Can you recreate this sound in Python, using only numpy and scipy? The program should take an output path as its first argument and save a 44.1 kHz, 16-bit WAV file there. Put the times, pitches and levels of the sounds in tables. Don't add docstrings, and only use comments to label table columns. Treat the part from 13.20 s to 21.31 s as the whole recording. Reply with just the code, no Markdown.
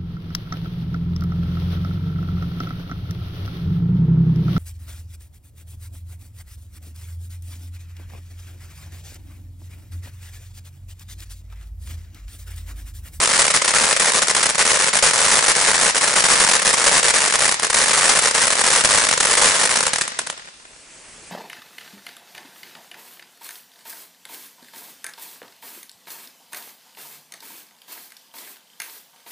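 import sys
import numpy as np
from scipy import signal
from scipy.fft import rfft, irfft, next_fast_len
from scipy.io import wavfile
from scipy.ndimage import uniform_filter1d

SR = 44100
rng = np.random.default_rng(int(sys.argv[2]) if len(sys.argv) > 2 else 0)


def gain_from_decibels(decibels):
    exponent = np.asarray(decibels, float) / 20
    return 10 ** exponent


def generate_wav(sig):
    pcm = np.round(np.clip(np.atleast_2d(sig).T, -1, 1) * 32767).astype(np.int16)
    wavfile.write(sys.argv[1], SR, pcm)


N = 357651


def unit(x):
    return x / np.sqrt(np.mean(x ** 2) + 1e-20)


def along(points, hz):
    point_hz, value = np.transpose(points)
    return np.interp(np.log(hz + 1), np.log(point_hz + 1), value)


def filtered(x, response):
    size = 2 * next_fast_len(N // 2 + SR // 4)
    hz = np.fft.rfftfreq(size, 1 / SR)
    return irfft(rfft(x, size) * response(hz), size)[..., :N]


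def causal(level_db):
    cepstrum = irfft(np.maximum(level_db, -60) * np.log(10) / 20)
    half = cepstrum.shape[-1] // 2
    cepstrum[..., 1:half] *= 2
    cepstrum[..., half + 1:] = 0
    return np.exp(rfft(cepstrum))


def bump(hz, centre_hz, width_hz, gain):
    return 1 + gain * 1j * hz * width_hz / (centre_hz ** 2 - hz ** 2 + 1j * hz * width_hz)


def spread(pair, alike):
    def mid_and_side(hz):
        turn = np.arccos(np.clip(along(alike, hz), -1, 1)) / 2
        return np.array([np.cos(turn), np.sin(turn)])
    mid, side = filtered(pair, mid_and_side)
    return np.array([mid + side, mid - side])


def clicks(start_s, size):
    return np.bincount(np.round(start_s * SR).astype(int), size, minlength=N + SR)[:N]


# start_s, length_ms, level_db (relative)
CRACKLE_VOLLEYS = [(.002, 59, -16), (.092, 87, -12.5), (.189, 92, -12), (.302, 22, -16.5), (.34, 35, -10.5),
                   (.417, 11.8, -18.5), (.445, 18.5, -14), (.478, 40.3, -15.5), (.537, 193, -12.5),
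                   (0.7647, 8.2, -11.5), (0.7976, 195, -13), (1.0195, 16, -12.5), (1.0716, 43.5, -11.5),
                   (1.149, 67, -14.5), (1.229, 48, -13), (1.291, 17, -13.5), (1.348, 15.6, -15.5),
                   (1.381, 53, -13.5), (1.452, 122, -13), (1.591, 107, -13), (1.731, 75, -12),
                   (1.826, 90, -10.5), (1.934, 385, -13), (2.3514, 182, -12.5), (2.543, 170, -14),
                   (2.7474, 44, -13), (2.8108, 558, -13), (3.395, 6.5, -16), (3.419, 12, -13),
                   (3.4505, 65, -12), (3.53, 13.6, -7), (3.5717, 83, -14.5), (3.663, 36, -9.5),
                   (3.714, 87, -12), (3.83, 81, -11), (3.9386, 147, -12.5), (4.0997, 68, -12.5),
                   (4.189, 108, -13.5), (4.314, 9.2, -11.5), (4.343, 5, -12), (4.431, 19, -12.5),
                   (4.5, 12, -12), (4.5299, 68, -12.5), (4.6, 320, -13.5), (4.891, 105, -12.5),
                   (5.022, 69, -13), (5.1444, 115, -15), (5.27, 12.4, -8.5), (5.304, 30, -15.5),
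                   (5.354, 3, -13.5), (5.3686, 51, -13.5), (5.439, 46.6, -11), (5.503, 109, -11),
                   (5.639, 15.7, -7), (5.674, 183, -13), (5.912, 28.5, -8.5), (6.0023, 9.7, -10),
                   (6.028, 130, -12.5), (6.171, 92, -10.5), (6.268, 211, -14), (6.493, 100, -14.5)]
# start_s, ground_echo_ms, level_db (relative)
LONE_STARS = [(.075, 1.6, -8), (4.3974, 1, -13.5), (4.4234, 2.8, -18), (4.468, 1.8, -15), (5.111, 2, -9.5),
              (5.8687, 1.7, -9.5), (5.8888, 2.8, -4), (5.9771, 1.8, -8), (6.6065, 2.1, -8),
              (6.629, 0.73, -12), (6.6354, 1.9, -13), (6.6535, 1.9, -16), (6.667, 3.5, -5.5),
              (6.68, 1.1, -13.5), (6.7338, 1.03, -9.5), (6.738, 3, -13.5), (6.7598, 1.1, -11.5),
              (6.7843, 1.4, -14.5), (6.7867, 1.58, -18), (6.812, 1.15, -10), (6.818, 0.64, -10.5),
              (6.879, .89, -16), (6.9908, 2.8, -10), (7.067, 2.6, -26), (7.0716, 1.2, -19),
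              (7.1004, 1.23, -15.5)]


def pops():
    gap_ms, size_spread_db = 3.7, 2.5
    pause_share, pause_ms = 0.1, 8
    cluster_db, opener_db = 2, 2
    start_s, length_ms, level_db = np.transpose(CRACKLE_VOLLEYS)[..., None]
    draw = rng.random((len(CRACKLE_VOLLEYS), 200, 6))

    pause = draw[..., 3] < pause_share
    gaps = gap_ms * (0.25 + 2.2 * draw[..., 0] ** 2)
    gaps = gaps + pause * pause_ms * (0.5 + draw[..., 4])
    after_ms = np.cumsum(gaps, axis=1)
    after_ms -= after_ms[:, :1]

    opener = np.maximum.accumulate(pause * np.arange(pause.shape[1]), axis=1)
    cluster = 2 * np.take_along_axis(draw[..., 5], opener, axis=1) - 1
    pop_db = level_db + cluster_db * cluster + opener_db * pause
    pop_db = pop_db + size_spread_db * (2 * draw[..., 1] - 1)
    echo_ms = 0.8 + 2.2 * draw[..., 2]

    live = after_ms <= length_ms
    lone_s, lone_echo_ms, lone_db = np.transpose(LONE_STARS)
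    all_s = np.r_[lone_s, (start_s + after_ms / 1000)[live]]
    all_sizes = gain_from_decibels(np.r_[lone_db, pop_db[live]])
    all_echo_ms = np.r_[lone_echo_ms, echo_ms[live]]
    return all_s, all_sizes, all_echo_ms / 1000


# pitch_hz, width_hz, gain_db
BLAST_THUMPS = [(997, 1040, 5.5), (1785, 1180, 8.5)]


def blasts(start_s, size, echo_s):
    pan_db, ground_hz = 3, 5000
    mirror = np.array([[1], [-1]])
    pan, ground_shift = rng.uniform(-1, 1, (len(start_s), 2)).T[:, None] * mirror
    small = rng.random(len(start_s))
    heard = 0
    for share, (thump_hz, width_hz, gain_db) in zip([1 - small, small], BLAST_THUMPS):
        direct = np.array([clicks(start_s, share * size * gain_from_decibels(pan_db * p)) for p in pan])
        ground = np.array([clicks(start_s + echo_s + 0.00009 * g, share * size) for g in ground_shift])
        both = direct + filtered(ground, lambda hz: 1 / (1 + 1j * hz / ground_hz))
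        heard = heard + filtered(both, lambda hz: bump(hz, thump_hz, width_hz, gain_from_decibels(gain_db)))
    return -filtered(heard, lambda hz: bump(hz, 2870, 2000, -0.27))


# t60_s (time to fall 60 dB), level_db (relative), top_hz
YARD_SCATTER = [(.018, -4, 20000), (.07, -10.5, 20000), (.2, -17, 3040)]
# pitch_hz, likeness (0 to 1)
SCATTER_ALIKE = [(60, 0), (500, 0.77), (1500, 0.5), (3000, 0.36), (6000, 0.82), (10000, 0.96)]


def scatter(start_s, size):
    thin_hz = 1500
    t = np.arange(SR // 4) / SR
    smear_ahead = gain_from_decibels(-5.5 - 60 * t[300:0:-1] / 0.0098) ** 2
    heard = 0
    for part, (t60_s, level_db, top_hz) in enumerate(YARD_SCATTER):
        decay = gain_from_decibels(level_db - 60 * t / t60_s) ** 2
        shape = np.r_[smear_ahead * (part == 0), decay]
        power = signal.fftconvolve(clicks(start_s, size ** 2), shape)[len(smear_ahead):][:N]
        noise = np.sqrt(np.abs(power)) * spread(rng.standard_normal((2, N)), SCATTER_ALIKE)
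        heard = heard + filtered(noise, lambda hz: 1 / (1 + 1j * hz / top_hz))
    return filtered(heard, lambda hz: (0.39 + 1j * hz / thin_hz) / (1 + 1j * hz / thin_hz))


def stars():
    start_s, size, echo_s = pops()
    return blasts(start_s, size, echo_s) + gain_from_decibels(-10.5) * scatter(start_s, size)


# level_db (relative to the crackle), top_hz
WALL_ECHOES = [(-13, 16000), (-16, 7800), (-27, 4000), (-31, 5300), (-21.5, 4700)]
WALL_DELAYS = [.0255, .186, .408, .435, .462]


def walls(crackle):
    def answer(hz):
        side_s = np.array([[0], [0.0004]])
        total = 0
        for delay_s, (level_db, top_hz) in zip(WALL_DELAYS, WALL_ECHOES):
            delayed = np.exp(-2j * np.pi * hz * (delay_s + side_s))
            total = total + gain_from_decibels(level_db) * delayed / (1 + 1j * hz / top_hz) ** 2
        return total
    return filtered(crackle, answer)


# pitch_hz, t60_s (time to fall 60 dB)
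OPEN_AIR_TAIL = [(100, 0.23), (1500, 1.1), (5000, 1.87), (10000, 0.11)]


def distance(crackle):
    hz, t, cells = signal.stft(rng.standard_normal((2, SR)), SR, nperseg=256)
    fading = cells * gain_from_decibels(-60 * t / along(OPEN_AIR_TAIL, hz)[:, None])
    tail = signal.istft(fading, SR, nperseg=256)[1]
    return signal.fftconvolve(crackle, tail / np.linalg.norm(tail[0]), axes=1)[:, :N]


# (relative, per Hz)
POP_COLOUR = [(15, -29.5), (25, -16), (70, -15.5), (202, -3.5), (335, -9.5), (540, -0.5), (731, -8.5),
              (894, -5), (1680, -4.5), (3230, -6.5), (4160, -6), (9310, -3), (10300, -2.5), (13400, -13),
              (22000, -120)]
# pitch_hz, left_over_right_db
POP_LEAN = [(60, -1.5), (220, -1), (790, 2.5), (2860, 0.0), (10400, 1)]


def blast_colour(crackle):
    def colour(hz):
        sides = np.array([[0.5], [-0.5]])
        return causal(along(POP_COLOUR, hz) + along(POP_LEAN, hz) * sides)
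    return filtered(crackle, colour)


# time_s, level_db (rms)
JET_LEVEL = [(0, -44), (7.3, -47.5), (7.55, -45.5), (7.8, -42.5), (8.11, -41.5)]
# (relative, per Hz)
JET_COLOUR = [(15, -30), (25, -4.5), (80, -12), (200, -8.5), (550, -8.5), (1200, -10.5), (2500, -8),
              (3700, -14), (8500, -8.5), (11000, -16)]
# pitch_hz, likeness (0 to 1)
JET_LIKENESS = [(60, 0.99), (330, 0.88), (1860, 0.6), (10400, 0.72)]


def jet():
    patchy_db = 1.4
    cells = signal.stft(rng.standard_normal((2, N)), nperseg=512)[2]
    patches = uniform_filter1d(rng.standard_normal(cells.shape[1:]), 6, 0)
    patches = uniform_filter1d(patches, 10, 1)
    pair = signal.istft(cells * gain_from_decibels(patchy_db * unit(patches)), nperseg=512)[1][:, :N]
    hiss = filtered(spread(pair, JET_LIKENESS), lambda hz: gain_from_decibels(along(JET_COLOUR, hz)))
    level_db = np.interp(np.arange(N) / SR, *np.transpose(JET_LEVEL))
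    return gain_from_decibels(level_db) * unit(hiss)


def scene():
    near = stars()
    heard = near + walls(near) + gain_from_decibels(-15.5) * distance(near)
    return gain_from_decibels(20.5) * blast_colour(heard) + jet()


def band_limit(x):
    return signal.sosfilt(signal.butter(12, 10980, fs=SR, output="sos"), x)


def record(dry):
    ceiling, bass_hz, top_hz = 0.6, 100, 10391
    bent = dry / (1 + np.abs(dry / ceiling) ** 4) ** (1 / 4)

    def band(hz):
        thin_bass = (0.95 + 1j * hz / bass_hz) / (1 + 1j * hz / bass_hz)
        return thin_bass / (1 + (hz / top_hz) ** 260)
    mix = filtered(bent, band)
    return band_limit(mix)


dry = scene()
out = record(dry)
generate_wav(out)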